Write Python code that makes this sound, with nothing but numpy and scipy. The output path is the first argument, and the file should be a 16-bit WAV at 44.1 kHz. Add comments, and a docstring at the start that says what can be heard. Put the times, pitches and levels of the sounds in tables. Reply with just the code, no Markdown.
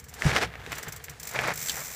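"""Mountain bike on a dry trail

One microphone at the edge of a dirt trail, in open air. A bike drops in, rolls through a bend and pushes
off close by. The rear tyre lands with a thump, grit crunches under the knobs in two hard scrubs and small
stones pop. The freehub ticks slowly, then spins up to a buzz; something clacks on the frame.
Air rumbles underneath."""
import sys
import numpy as np
from scipy import signal
from scipy.fft import rfft, irfft
from scipy.io import wavfile

SR = 44100
rng = np.random.default_rng(int(sys.argv[2]) if len(sys.argv) > 2 else 0)


def wrap_up_sound(samples):
    """Save the sound to the file named by the first command line argument, as 16-bit audio."""
    columns = np.atleast_2d(samples).T
    # keep every value between -1 and 1, then stretch to whole-number steps
    tamed = np.clip(columns, -1, 1)
    steps = np.round(tamed * 32767).astype(np.int16)
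    wavfile.write(sys.argv[1], SR, steps)


N = 85995
TIME = np.arange(N) / SR


def from_db(db):
    """Decibels to gain."""
    return 10 ** (np.asarray(db) / 20)


def unit_rms(x):
    """Scale to rms 1."""
    return x / np.sqrt(np.mean(x ** 2) + 1e-20)


def level(rows):
    """Gain over time from rows of (time [s], level [dB])."""
    return from_db(np.interp(TIME, *np.transpose(sorted(rows))))


def colour(x, points):
    """Minimum-phase filter of unit power gain that follows (frequency [Hz], level [dB]) points."""
    size = 4096
    hz, db = np.transpose(points)
    log_bins = np.log(np.fft.rfftfreq(size, 1 / SR) + 1)
    gain = unit_rms(from_db(np.interp(log_bins, np.log(hz), db)))
    cepstrum = irfft(np.log(gain))
    cepstrum[1:size // 2] *= 2
    cepstrum[size // 2 + 1:] = 0
    return signal.fftconvolve(x, irfft(np.exp(rfft(cepstrum))))[:N]


def drift(hz):
    """Random wander of rms 1, mostly slower than hz."""
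    r = np.exp(-2 * np.pi * hz / SR)
    return unit_rms(signal.lfilter([1], [1, -2 * r, r * r], rng.standard_normal(2 * N))[N:])


def ringing(x, modes):
    """Parallel resonances (frequency [Hz], level [dB], t60 [s]), each of unit power gain at 0 dB."""
    out = np.zeros(N)
    for hz, db, t60 in modes:
        r, w = np.exp(-np.log(1000) / (t60 * SR)), 2 * np.pi * hz / SR
        ring = signal.lfilter([np.sin(w)], [1, -2 * r * np.cos(w), r * r], x + 1e-18)
        out += from_db(db) * np.sqrt(2 * (1 - r * r)) * ring
    return out


def decay(age, t60):
    """Holds at 1 until age zero, then falls 60 dB every t60 seconds."""
    return np.exp(-np.log(1000) * np.clip(age / t60, 0, 10))


def cracks(contacts, t60, tail_db, tail_t60):
    """Each contact (time [s], level [dB]) is a sharp noise burst with a weaker, longer tail."""
    age, power = TIME[:SR // 2], np.zeros(2 * N)
    for s, db in contacts:
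        power[int(max(s, 0) * SR)] += from_db(db) ** 2
    burst_power = decay(age, t60) ** 2 + (from_db(tail_db) * decay(age, tail_t60)) ** 2
    envelope = np.sqrt(np.abs(signal.fftconvolve(power[:N], burst_power)[:N]))
    return envelope * rng.choice([-1, 1], N)


def tyres():
    """Tread on dirt, close by: landing crunch, rolling, a sideways scrub in the bend, thrown sand."""
    # loudness of each layer: (time [s], level [dB])
    landing = [(.1, -85), (.19, -51.5), (.24, -35.5), (.26, -28.5), (.305, -27.5), (.328, -33), (.345, -28),
               (.355, -25.5), (.383, -22), (.402, -39), (.412, -27.5), (.436, -23.5), (.453, -36.5),
               (.475, -49), (.5, -68)]
    rolling = [(0, -54.5), (.07, -59.5), (.13, -52), (.2, -44.5), (.47, -45.5), (.5, -47.5), (.6, -46),
               (.70, -44.5), (.725, -37), (.75, -45.5), (.785, -37), (.81, -46), (.885, -40), (.91, -50.5),
               (.965, -46.5), (1.0, -52), (1.06, -53.5), (1.09, -47), (1.125, -51), (1.19, -54.5),
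               (1.25, -47), (1.32, -44.5), (1.4, -42), (1.95, -62)]
    scrub = [(1.28, -86), (1.325, -47), (1.36, -27), (1.384, -36), (1.394, -30), (1.425, -31),
             (1.443, -29.5), (1.47, -30.5), (1.487, -25.5), (1.52, -30), (1.548, -51.5), (1.72, -46),
             (1.785, -37.5), (1.84, -46), (1.95, -50)]
    sand = [(0, -67), (.12, -61), (.17, -54), (.22, -44.5), (.28, -40), (.32, -56), (.37, -43), (.43, -60),
            (.48, -88), (.62, -61), (.69, -55), (.76, -48), (.84, -55.5), (1.0, -59.5), (1.17, -59.5),
            (1.28, -51), (1.5, -48), (1.95, -58)]
    # spectrum of each layer: (frequency [Hz], level [dB])
    landing_colour = [(100, -28.5), (200, -4.5), (320, -4.5), (450, 0), (560, -1.5), (740, 1), (1000, -6),
                      (1700, -0.5), (2300, -4.5), (2800, -9.5), (5800, -15), (8200, -21.5), (11000, -29.5),
                      (15000, -35)]
    rolling_colour = [(100, -14.5), (230, -1), (330, -8.5), (450, 3.5), (540, -3.5), (700, 0), (1100, -2.5),
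                      (1700, 1.5), (2200, -1.5), (2600, -7), (3400, -8), (5800, -20), (9000, -26),
                      (15000, -26)]
    scrub_colour = [(90, -13.5), (130, 4), (220, -9), (370, -6.5), (500, 0.5), (820, 0), (1100, -2),
                    (1700, 1), (2350, -1.5), (2900, -14), (4000, -14), (6200, -17.5), (9000, -27),
                    (15000, -36)]
    sand_colour = [(1500, -12), (3000, -5.5), (4500, -0.5), (7500, -0.5), (10000, -7.5), (15000, -16)]
    return (grit(landing, landing_colour) + grit(rolling, rolling_colour)
            + grit(scrub, scrub_colour) + grit(sand, sand_colour))


def grit(loudness, spectrum, grains_per_s=3500, spread_db=3, dust_gain=0.49, knob_hz=94, swing_db=1.5):
    """Grains snap in clumps as the knobs bite, over a hiss of fine dust."""
    sizes = from_db(spread_db * np.minimum(rng.exponential(1, N), 4)) * rng.choice([-1, 1], N)
    grains = unit_rms(sizes * (rng.random(N) < grains_per_s / SR))
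    bite = from_db(swing_db * drift(knob_hz))
    dust = dust_gain * rng.standard_normal(N)
    return colour(unit_rms((grains + dust) * bite) * level(loudness), spectrum)


def stones(ring_db=-8, ring_t60=0.005):
    """Stones pop from under the tread; each cracks and rings briefly at a pitch of its own."""
    # stone pops: (time [s], level [dB], pitch [Hz])
    pops = [(.2212, -19, 2040), (.317, -20, 1500), (.3372, -18, 2000), (.3636, -7.5, 2000),
            (.412, -35, 1470), (.5395, -34.5, 1650), (.555, -29.5, 1860), (0.6636, -26, 2500),
            (0.7192, -19, 1770), (0.7276, -21, 1740), (.730, -24, 1790), (.834, -31.5, 1620),
            (0.882, -31, 800), (1.0834, -34, 2230), (1.361, -23, 754), (1.39, -14.5, 527),
            (1.3936, -22, 526), (1.439, -22, 1400), (1.484, -22.5, 810), (1.518, -26.5, 1680)]
    # spectrum of the crack: (frequency [Hz], level [dB])
    stone_colour = [(150, -8), (450, 1.5), (750, 2), (1100, -3), (1750, 9), (2400, 6.5), (3000, -0.5),
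                    (5800, -12), (9000, -23), (15000, -25)]
    hits = [cracks([(s, db)], t60=0.005, tail_db=-16.5, tail_t60=0.063) for s, db, _ in pops]
    rings = sum(ringing(hit, [(hz, ring_db, ring_t60)]) for hit, (_, _, hz) in zip(hits, pops))
    return colour(sum(hits), stone_colour) + rings


def thumps(attack_s=0.0028, hold_s=0.016, t60=0.053):
    """The tyre casing booms while it is squashed against the trail, then dies away."""
    # the landing and three light bumps: (time [s], level [dB])
    impacts = [(0.253, -15.5), (0.874, -37.5), (1.094, -46), (1.385, -45)]
    # casing resonances: (frequency [Hz], level [dB])
    casing_modes = [(68, -7.5), (88, -6.5), (146, 0.5), (196, -19.5), (334, -16.5)]
    out = np.zeros(N)
    for s, db in impacts:
        age = TIME - s
        envelope = np.clip(age / attack_s, 0, 1) * decay(age - attack_s - hold_s, t60)
        boom = sum(from_db(db + mode_db) * np.sin(2 * np.pi * hz * age) for hz, mode_db in casing_modes)
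        out += envelope * boom
    return out


def freehub(jitter_s=0.00037, scatter_db=1.5):
    """The pawls ring the hub: single ticks, then a fast, more smeared run."""
    # single ticks: (time [s], level [dB])
    ticks = [(-.002, -37.5), (.041, -37), (.085, -38.5), (.093, -37.5), (.139, -31.5), (.719, -28),
             (.753, -33), (.782, -27), (.829, -27.5), (.883, -29), (.923, -26.5), (.962, -30),
             (1.0405, -27.5), (1.0955, -30), (1.1985, -29), (1.2305, -26.5), (1.2515, -33.5),
             (1.2715, -23.5), (1.290, -27.5), (1.311, -31), (1.335, -31), (1.409, -33.5), (1.474, -30),
             (1.537, -28), (1.557, -26.5), (1.575, -24)]
    # the hub spinning freely: (time [s], rate [ticks/s], level [dB])
    spin = [(1.59, 84, -30.5), (1.679, 91, -28.5), (1.741, 76, -30), (1.83, 93, -32), (1.95, 86, -33.5)]
    # spectrum of a tick: (frequency [Hz], level [dB])
    hub_colour = [(600, -23), (1200, -10.5), (2200, 2.5), (2800, -9), (4300, -8.5), (6100, 1), (6900, -2),
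                  (8200, 1), (8900, -3.5), (11000, -5), (12500, -1), (14800, 2), (16000, -3)]
    # hub resonances: (frequency [Hz], level [dB], t60 [s])
    hub_modes = [(6120, -16.5, 0.0056), (7430, -8, 0.0083), (7840, -17.5, 0.015)]
    s, rate, db = np.transpose(spin)
    teeth_passed = np.cumsum(np.interp(TIME, s, rate) * (TIME >= s[0])) / SR
    tooth_times = TIME[1:][np.diff(np.ceil(teeth_passed)) > 0]
    run = [(t + jitter_s * late, np.interp(t, s, db) + scatter_db * loud)
           for t, (late, loud) in zip(tooth_times, rng.standard_normal((N, 2)))]
    strikes = pawls(ticks, lag_s=0.0015, tail_db=-10.5) + pawls(run, lag_s=0.0012, tail_db=-5)
    return colour(strikes, hub_colour) + ringing(strikes, hub_modes)


def pawls(ticks, lag_s, tail_db, count=3):
    """For each tick the pawls drop into the ratchet one after another."""
    drops = [(t + k * lag_s, db) for t, db in ticks for k in range(count)]
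    return cracks(drops, t60=0.0046, tail_db=tail_db, tail_t60=0.07) / np.sqrt(count)


def frame():
    """A short rattle and a hard clack as the bike leaves, like the chain slapping the frame."""
    # knocks on the frame: (time [s], level [dB])
    clacks = [(1.6855, -22), (1.691, -29), (1.696, -15)]
    # spectrum of a knock: (frequency [Hz], level [dB])
    frame_colour = [(800, -22), (1700, -2), (2200, -13.5), (2550, -2.5), (3300, 3.5), (4600, 2), (5300, -8),
                    (6100, 0.5), (7500, 1), (9000, -13), (15000, -10)]
    # frame resonances: (frequency [Hz], level [dB], t60 [s])
    frame_modes = [(3170, -12, 0.018), (3800, -14, .015), (4580, -14, 0.023), (7600, -8, 0.017)]
    strikes = cracks(clacks, t60=0.0072, tail_db=-12.5, tail_t60=0.065)
    return colour(strikes, frame_colour) + ringing(strikes, frame_modes)


def creak():
    """A brief rough groan in a narrow low band while the bike rolls on."""
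    # swell of the groan: (time [s], level [dB])
    swell = [(.655, -66), (.67, -52), (.677, -36), (.686, -45), (.70, -65)]
    # its spectrum: (frequency [Hz], level [dB])
    creak_colour = [(150, -16), (280, -6), (380, -21), (455, 8.5), (520, -22), (620, -36), (2000, -69)]
    return level(swell) * colour(rng.standard_normal(N), creak_colour)


def background(air_db=-66.5):
    """Trailside ambience: a low rumble of air and ground, and the faint hiss of the open air."""
    # rumble, strongest at the landing: (time [s], level [dB])
    rumble_level = [(0, -48), (.16, -51), (.235, -47), (.28, -29.5), (.34, -37), (.41, -43), (.47, -39),
                    (.525, -50.5), (.6, -43.5), (.71, -47), (.8, -50.5), (.88, -56), (.95, -49.5),
                    (1.1, -52.5), (1.2, -51), (1.32, -50.5), (1.42, -50), (1.56, -47), (1.95, -52)]
    # spectra of rumble and hiss: (frequency [Hz], level [dB])
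    rumble_colour = [(20, -23), (45, -14.5), (65, 4.5), (85, -1), (110, -2), (155, 0), (200, -12),
                     (300, -24), (450, -23), (700, -42), (3000, -63)]
    air_colour = [(100, -18), (450, 14), (1100, -24), (2000, -18.5), (3000, -19), (7500, 2.5), (9500, -16),
                  (15000, -4)]
    rumble = level(rumble_level) * colour(rng.standard_normal(N), rumble_colour)
    hiss = from_db(air_db) * colour(rng.standard_normal(N), air_colour)
    return rumble + hiss


def scene():
    """The bike in front and the ambience behind, in mono from the edge of the trail."""
    return (tyres() + stones() + thumps() + creak() + freehub() + frame() + background())[None]


def record(dry, cutoff_hz=15400):
    """The microphone channel cuts the top treble steeply."""
    return signal.sosfilt(signal.ellip(10, .3, 80, cutoff_hz, fs=SR, output="sos"), dry)


dry = scene()
out = record(dry)
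wrap_up_sound(out)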